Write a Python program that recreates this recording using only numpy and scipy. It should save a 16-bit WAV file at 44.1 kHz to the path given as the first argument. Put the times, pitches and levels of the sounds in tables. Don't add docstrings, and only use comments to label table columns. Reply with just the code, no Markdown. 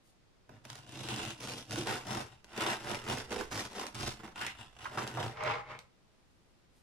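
import sys
import numpy as np
from scipy import signal
from scipy.fft import rfft, irfft
from scipy.io import wavfile
from scipy.ndimage import uniform_filter1d, map_coordinates

SR = 44100
rng = np.random.default_rng(int(sys.argv[2]) if len(sys.argv) > 2 else 0)


def bounce(signal):
    frames = np.transpose(np.atleast_2d(signal))
    limited = np.clip(frames, -1, 1)
    pcm = np.round(limited * 32767).astype(np.int16)
    wavfile.write(sys.argv[1], SR, pcm)


N = 300938

# (time of full grip [s], length [s], run-up [s], swell [dB],
# board thump [dB], loaf knock [dB], crunch [dB], splinters [dB], blade ring [dB], pitch of the cut [Hz])
STROKES = [(0.493, 0.07, 0.014, 4, -61.5, -63, -67, -76, -74, 316),
           (0.643, 0.14, 0.0071, 5, -59, -66, -60.5, -60.5, -65, 348),
           (0.957, 0.11, 0.17, 0.5, -53, -51, -53.5, -52, -51.5, 290),
           (1.089, 0.21, .096, -2.5, -48.5, -46.5, -47, -49, -45, 227),
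           (1.418, 0.17, .05, -1, -54, -49.5, -51, -46.5, -57, 344),
           (1.717, 0.096, 0.042, 2, -46, -44, -49, -45, -49, 328),
           (1.873, 0.084, 0.025, -2.5, -50.5, -43, -38.5, -43, -45, 510),
           (2.086, 0.11, 0.063, -.5, -47.5, -44, -42.5, -45, -49.5, 211),
           (2.29, 0.05, 0.069, 1, -64.5, -74, -63, -70, -65, 560),
           (2.604, 0.12, 0.087, 1, -53.5, -41.5, -36, -42.5, -41, 550),
           (2.856, 0.098, 0.1, 3.5, -53, -46.5, -43.5, -46.5, -48.5, 564),
           (3.097, .11, 0.081, -8, -48, -45, -42, -45, -48.5, 370),
           (3.317, .1, 0.043, -1.5, -63, -41.5, -44.5, -47.5, -50, 464),
           (3.521, 0.11, .018, 0.5, -51.5, -46.5, -43, -42.5, -61, 350),
           (3.776, 0.065, 0.11, 0, -72, -46.5, -44, -47, -52.5, 390),
           (3.949, 0.13, .014, 6.5, -48.5, -48.5, -46.5, -44.5, -51.5, 222),
           (4.249, 0.019, .13, -1.5, -64.5, -49.5, -49.5, -58, -62, 228),
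           (4.358, 0.094, .018, 6, -62, -55.5, -46.5, -52, -49.5, 230),
           (4.6, .037, 0.11, -2, -61, -62, -54.5, -61.5, -54, 190),
           (4.836, 0.018, .12, 0, -62, -60, -50.5, -54.5, -52.5, 602),
           (4.986, 0.13, .11, -11.5, -53.5, -48, -46, -53, -53.5, 547),
           (5.194, 0.077, 0.18, -1, -43.5, -46, -44, -51, -49.5, 530)]
# (time [s], level [dB], knock compared with the crack [dB])
SNAPS = [(0.4932, -51, 5), (0.6522, -36, -7), (0.7012, -29, -20), (0.7302, -36, -17), (0.7547, -30, -17),
         (0.8929, -39, -12), (1.0869, -29, -11), (1.1618, -27, -13), (1.2511, -26, -18), (1.3054, -29, -14),
         (1.4062, -33, -15), (1.474, -31, -16), (1.7093, -25, -19), (1.7198, -28, -14), (1.759, -26, -5),
         (1.8721, -29, -4), (2.4445, -38, -14), (2.577, -27, -2), (2.6219, -27, -7), (2.7053, -25, -13),
         (2.9148, -29, -1), (3.0864, -27, -1), (3.1837, -26, -15), (3.3195, -29, 0), (3.4105, -29, 0),
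         (3.5144, -34, -5), (3.5584, -28, -6), (3.8672, -27, -20), (3.9464, -32, -13), (4.0785, -29, -3),
         (4.4144, -26, -14), (4.466, -22, -13), (5.0764, -27, -18), (5.437, -31, -20), (5.7902, -35, -24)]
# (time [s], level [dB], pitch [Hz], time to fade by 60 dB [s])
CATCHES = [(4.411, -42, 1680, 0.27), (4.465, -42.5, 2180, 0.16), (4.855, -38.5, 1290, 0.068),
           (4.974, -34.5, 1090, 0.13), (5.171, -39, 785, 0.33)]
# (time of full grip [s], length [s], run-up [s], swell [dB], board thump [dB], scrape [dB])
SHOVES = [(5.463, 0.14, .115, -13.5, -51.5, -36.5), (5.69, 0.072, .043, -5, -58.5, -46.5)]
# (middle time [s], length [s], pitch [Hz], level [dB])
GROANS = [(1.175, .12, 215, -45), (1.805, .12, 338, -40), (2.14, .1, 215, -44)]
# (time [s], level [dB])
ROCKING = [(0.6, -85), (0.66, -77), (2.26, -60), (2.28, -69), (3.44, -51.5), (3.93, -68), (4.05, -45),
           (4.18, -61), (5.74, -66), (5.8, -77)]
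# (middle time [s], half-length [s], level [dB])
BRUSHES = [(.08, .045, -76), (6.355, 0.44, -89), (6.783, 0.039, -77)]

# (pitch [Hz], width [Hz], level [dB])
LOAF_NOTES = [(204.5, 31.4, 2.5), (247.4, 23, 0), (295, 22, -0.5), (339, 49, 2.5), (449, 59, -1.5),
              (543, 44, -5.5), (630, 64, -5)]
SHELL_NOTES = [(705, 35, -4), (778, 15, 0.5), (855, 32, -5.5), (941, 32, -4), (1012, 45, -3.5),
               (1302, 124, -6), (1477, 146, -4), (1895, 350, -7), (2090, 310, -7.5)]
BLADE_NOTES = [(2740, 250, 6.5), (3640, 450, 1), (5000, 340, -7), (7630, 220, -6), (9700, 230, -9.5)]
BOARD_NOTES = [(122.5, 39, 0)]
PLASTIC_NOTES = [(475, 41, -9.5), (615, 9.9, -1.5), (816, 21, -3), (1032, 95, -5), (1310, 170, -7.5),
                 (2195, 130, -6)]

# (frequency [Hz], level [dB])
CRUNCH_TONE = [(300, -18), (600, 1.5), (900, 7.5), (1400, 0.5), (2500, -3.5), (4000, -27)]
SPLINTER_TONE = [(1300, -28), (2300, 0.5), (3300, 3), (4200, 0), (5500, 2), (7500, -5.5), (10000, -7),
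                 (12000, -15.5), (15000, -25)]
CRACK_TONE = [(300, -14), (1200, -2), (3000, -.5), (5500, -5), (10000, -12.5), (15000, -26)]
SCRAPE_TONE = [(200, -8), (450, -0.5), (1100, 1), (2300, -1.5), (3000, -7), (4000, -14), (5200, -17.5),
               (7000, -27), (15000, -52)]
BRUSH_TONE = [(1500, -31), (3000, -3), (7500, -6), (9500, -4), (15000, -17)]
SCATTER_TONE = [(120, -12), (280, -19.5), (550, -6.5), (1000, -2), (2200, -2.5), (6000, 1.5)]
ECHO_TONE = [(100, -19.5), (700, -4), (14000, -1)]
BACKGROUND_TONE = [(15, -15), (25, -7), (60, -9.5), (120, -10), (170, -11.5), (500, -18.5), (1200, -25),
                   (5000, -32), (10000, -42), (15000, -54)]

RUN_UP_DB, BULGE_DB, STOP_DB_PER_S = 20, 1.8, 207
HOLLOW_WIDTH_HZ, HOLLOW_DB = 160, -2.5
CRUMBLE_S, GIVE_S, ECHO_S = .017, .04, .19
SAW_SMEAR_S, SNAP_SMEAR_S = .015, .007
BACKGROUND_DB, TOP_HZ = -69.5, 15300


def sawing():
    shake, knock, crunch, splinter, ring = stroke_gains([row[:-1] for row in STROKES])
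    bite = .55 + teeth(per_s=85, uneven=.6, hold_s=.005, spread_db=4)
    breaks = bite * clicks(per_s=2500, spread_db=4.5)
    grit = coloured(bite * clicks(per_s=2200, spread_db=2), CRUNCH_TONE)
    shell = unit(ringing(breaks, SHELL_NOTES)) + amp(-1.5) * unit(grit)
    loaf = unit(ringing(breaks, LOAF_NOTES)) + amp(HOLLOW_DB) * unit(cut_hollow(breaks))
    crackle = coloured(bite * clicks(per_s=3000, spread_db=2.5), SPLINTER_TONE)
    steel = ringing(bite * clicks(per_s=2600, spread_db=4), BLADE_NOTES)
    return (amp(3.25) * shake * levelled(board_thump(breaks), span_s=.064)
            + amp(.6) * knock * levelled(loaf, span_s=.035)
            + amp(-1.5) * crunch * levelled(shell, span_s=.031)
            + amp(-3.5) * splinter * levelled(crackle, span_s=.039)
            + amp(-3) * ring * levelled(steel, span_s=.04))


def stroke_gains(rows):
    power = np.zeros((len(rows[0]) - 4, N))
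    for time, length, run_up, swell_db, *levels_db in rows:
        near = slice(max(round(time * SR) - SR // 2, 0), round(time * SR) + SR // 2)
        t = np.arange(near.start, near.stop) / SR - time
        travel = np.clip(t / length, 0, 1)
        grip_db = swell_db * (travel - .5) + BULGE_DB * (np.sin(np.pi * travel) - 2 / np.pi)
        slack_db = RUN_UP_DB * np.maximum(-t, 0) / run_up + STOP_DB_PER_S * np.maximum(t - length, 0)
        power[:, near] += np.outer(amp(levels_db), amp(grip_db - slack_db)) ** 2
    return np.sqrt(power)


def teeth(per_s, uneven, hold_s, spread_db):
    teeth_passed = np.floor(np.cumsum(per_s * np.exp(uneven * wobble(60))) / SR)
    strength = amp(spread_db * np.clip(rng.standard_normal(N), -2, 2))
    bites = (np.diff(teeth_passed, prepend=0) > 0) * strength
    return unit(signal.lfilter([1], [1, -np.exp(-1 / (hold_s * SR))], bites))


def clicks(per_s, spread_db):
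    happens = rng.random(N) < per_s / SR
    size = amp(spread_db * np.clip(rng.standard_normal(N), -3, 2.6))
    return unit(happens * size * rng.choice([-1, 1], N))


def cut_hollow(x):
    turns = [(when, hz) for time, length, *_, hz in STROKES for when in (time, time + length)]
    pitch = np.interp(np.arange(N) / SR, *np.transpose(turns))
    spin = np.exp(2j * np.pi * np.cumsum(pitch) / SR)
    band = signal.lfilter(*signal.butter(2, HOLLOW_WIDTH_HZ / 2, fs=SR), x / spin)
    return np.real(spin * band)


def board_thump(x):
    return ringing(ringing(x, BOARD_NOTES), BOARD_NOTES)


def flake_snaps():
    cracks, knocks = np.zeros((2, N))
    t = np.arange(SR // 20) / SR
    click = t == 0
    for time, db, knock_db in SNAPS:
        start = round(time * SR)
        grit = .16 * rng.standard_normal(len(t))
        cracks[start:start + len(t)] += amp(db) * (click + grit * amp(-60 * t / CRUMBLE_S))
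        knocks[start:start + len(t)] += amp(db + knock_db) * (click + grit * amp(-60 * t / GIVE_S))
    crack = amp(11) * coloured(cracks, CRACK_TONE)
    crust = amp(20) * ringing(knocks, SHELL_NOTES) + amp(13) * coloured(knocks, CRUNCH_TONE)
    return crack + crust + amp(26.5) * ringing(knocks, LOAF_NOTES) + amp(25) * board_thump(knocks)


def blade_catches():
    out = np.zeros(N)
    t = np.arange(SR // 4) / SR
    for time, db, hz, fade_s in CATCHES:
        judder = unit(ringing(rng.standard_normal(len(t)), [(hz, .64 * hz, 0)]))
        chirp = unit(ringing(judder, [(hz, .7 * hz, 0)]))
        out[round(time * SR):][:len(t)] += amp(db + 3.5) * chirp * amp(-60 * t / fade_s)
    return out


def sliding_slice():
    shake, scrape = stroke_gains(SHOVES)
    judder = .5 + teeth(per_s=180, uneven=.4, hold_s=.0048, spread_db=4)
    slips = judder * clicks(per_s=5400, spread_db=5)
    rub = unit(coloured(judder * clicks(per_s=6000, spread_db=-4.5), SCRAPE_TONE))
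    plastic = ringing(slips, PLASTIC_NOTES)
    ring = unit(coloured(plastic, [(200, -13), (450, 4), (2500, -4.5), (5000, -4)]))
    return (amp(-1.75) * scrape * levelled(rub + amp(2) * ring, span_s=.038)
            + amp(1.5) * shake * levelled(board_thump(slips), span_s=.07))


def bread_groans():
    t = np.arange(N) / SR
    pitch_waver = 1 + .04 * wobble(70)
    level_waver = amp(2 * wobble(60))
    out = np.zeros(N)
    for middle, length, hz, db in GROANS:
        on = np.abs(t - middle) < length / 2
        progress = (t[on] - middle) / length
        pitch = hz * pitch_waver[on] * (1 - .18 * progress)
        note = np.sin(2 * np.pi * np.cumsum(pitch) / SR)
        out[on] += amp(db) * np.cos(np.pi * progress) * note
    return level_waver * out


def rocking_loaf():
    push = amp(np.interp(np.arange(N) / SR, *np.transpose(ROCKING), left=-120, right=-120))
    noise = rng.standard_normal(N)
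    rumble = coloured(noise, [(12, 3), (28, -17), (45, 1), (70, 3), (110, -12), (300, -80)])
    return amp(-2.5) * push * levelled(rumble, span_s=.048)


def crust_brushing():
    t = np.arange(N) / SR
    touch = sum(amp(db) * np.exp(-((t - middle) / half) ** 2) for middle, half, db in BRUSHES)
    return touch * unit(coloured(clicks(per_s=3200, spread_db=5), BRUSH_TONE))


def kitchen(x, smear_s):
    hop, length = SR // 10, SR // 5
    t = np.arange(length) / SR
    crossfade = signal.get_window("hann", 2 * hop)
    near = amp(-60 * t / smear_s)
    tail = amp(-60 * t / ECHO_S) * (1 - np.exp(-t / .0028))
    reflected = np.zeros((3, N + SR))
    for start in range(0, N - 2 * hop, hop):
        paths = rng.standard_normal((3, length)) * [near, tail, tail]
        paths /= np.linalg.norm(paths, axis=1, keepdims=True)
        piece = signal.fftconvolve([x[start:start + 2 * hop] * crossfade], paths, axes=1)
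        reflected[:, start:start + piece.shape[1]] += piece
    side = coloured(reflected[0, :N], SCATTER_TONE)
    return np.array([x + side, x - side]) + coloured(reflected[1:, :N], ECHO_TONE)


def background():
    mid, side = coloured(rng.standard_normal((2, N)), BACKGROUND_TONE)
    side = coloured(side, [(60, .5), (250, -3), (800, -1), (8000, .5)])
    return amp(BACKGROUND_DB) * np.array([mid + side, mid - side]) / np.std(mid)


def amp(db):
    return 10 ** (np.asarray(db) / 20)


def unit(x):
    return x / np.sqrt(np.mean(x ** 2) + 1e-20)


def levelled(x, span_s):
    size = max(int(span_s * SR), 2)
    power = uniform_filter1d(uniform_filter1d(x * x, size), size)
    return x / np.sqrt(np.abs(power) + 1e-12)


def wobble(per_s):
    points = rng.standard_normal(int(N * per_s / SR) + 4)
    return map_coordinates(points, [np.arange(N) * per_s / SR])


def ringing(x, notes):
    return sum((-1) ** k * amp(db) * signal.lfilter(*signal.iirpeak(hz, hz / width, SR), x)
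               for k, (hz, width, db) in enumerate(notes))


def coloured(x, tone):
    size = 4096
    hz, db = np.transpose(tone)
    curve_db = np.interp(np.log(np.fft.rfftfreq(size, 1 / SR) + 1), np.log(hz + 1), db)
    cepstrum = irfft(np.log(amp(curve_db)))
    cepstrum[1:size // 2] *= 2
    cepstrum[size // 2 + 1:] = 0
    kernel = irfft(np.exp(rfft(cepstrum)))
    return signal.oaconvolve(x, np.array(kernel, ndmin=x.ndim), axes=-1)[..., :x.shape[-1]]


def scene():
    rubbing = (sawing() + blade_catches() + sliding_slice()
               + rocking_loaf() + bread_groans() + crust_brushing())
    cutting = kitchen(rubbing, SAW_SMEAR_S) + kitchen(flake_snaps(), SNAP_SMEAR_S)
    return cutting * amp([[-.5], [.4]]) + background()


def record(dry):
    return signal.oaconvolve(dry, signal.firwin(401, TOP_HZ, fs=SR)[None], mode="same", axes=1)


dry = scene()
out = record(dry)
bounce(out)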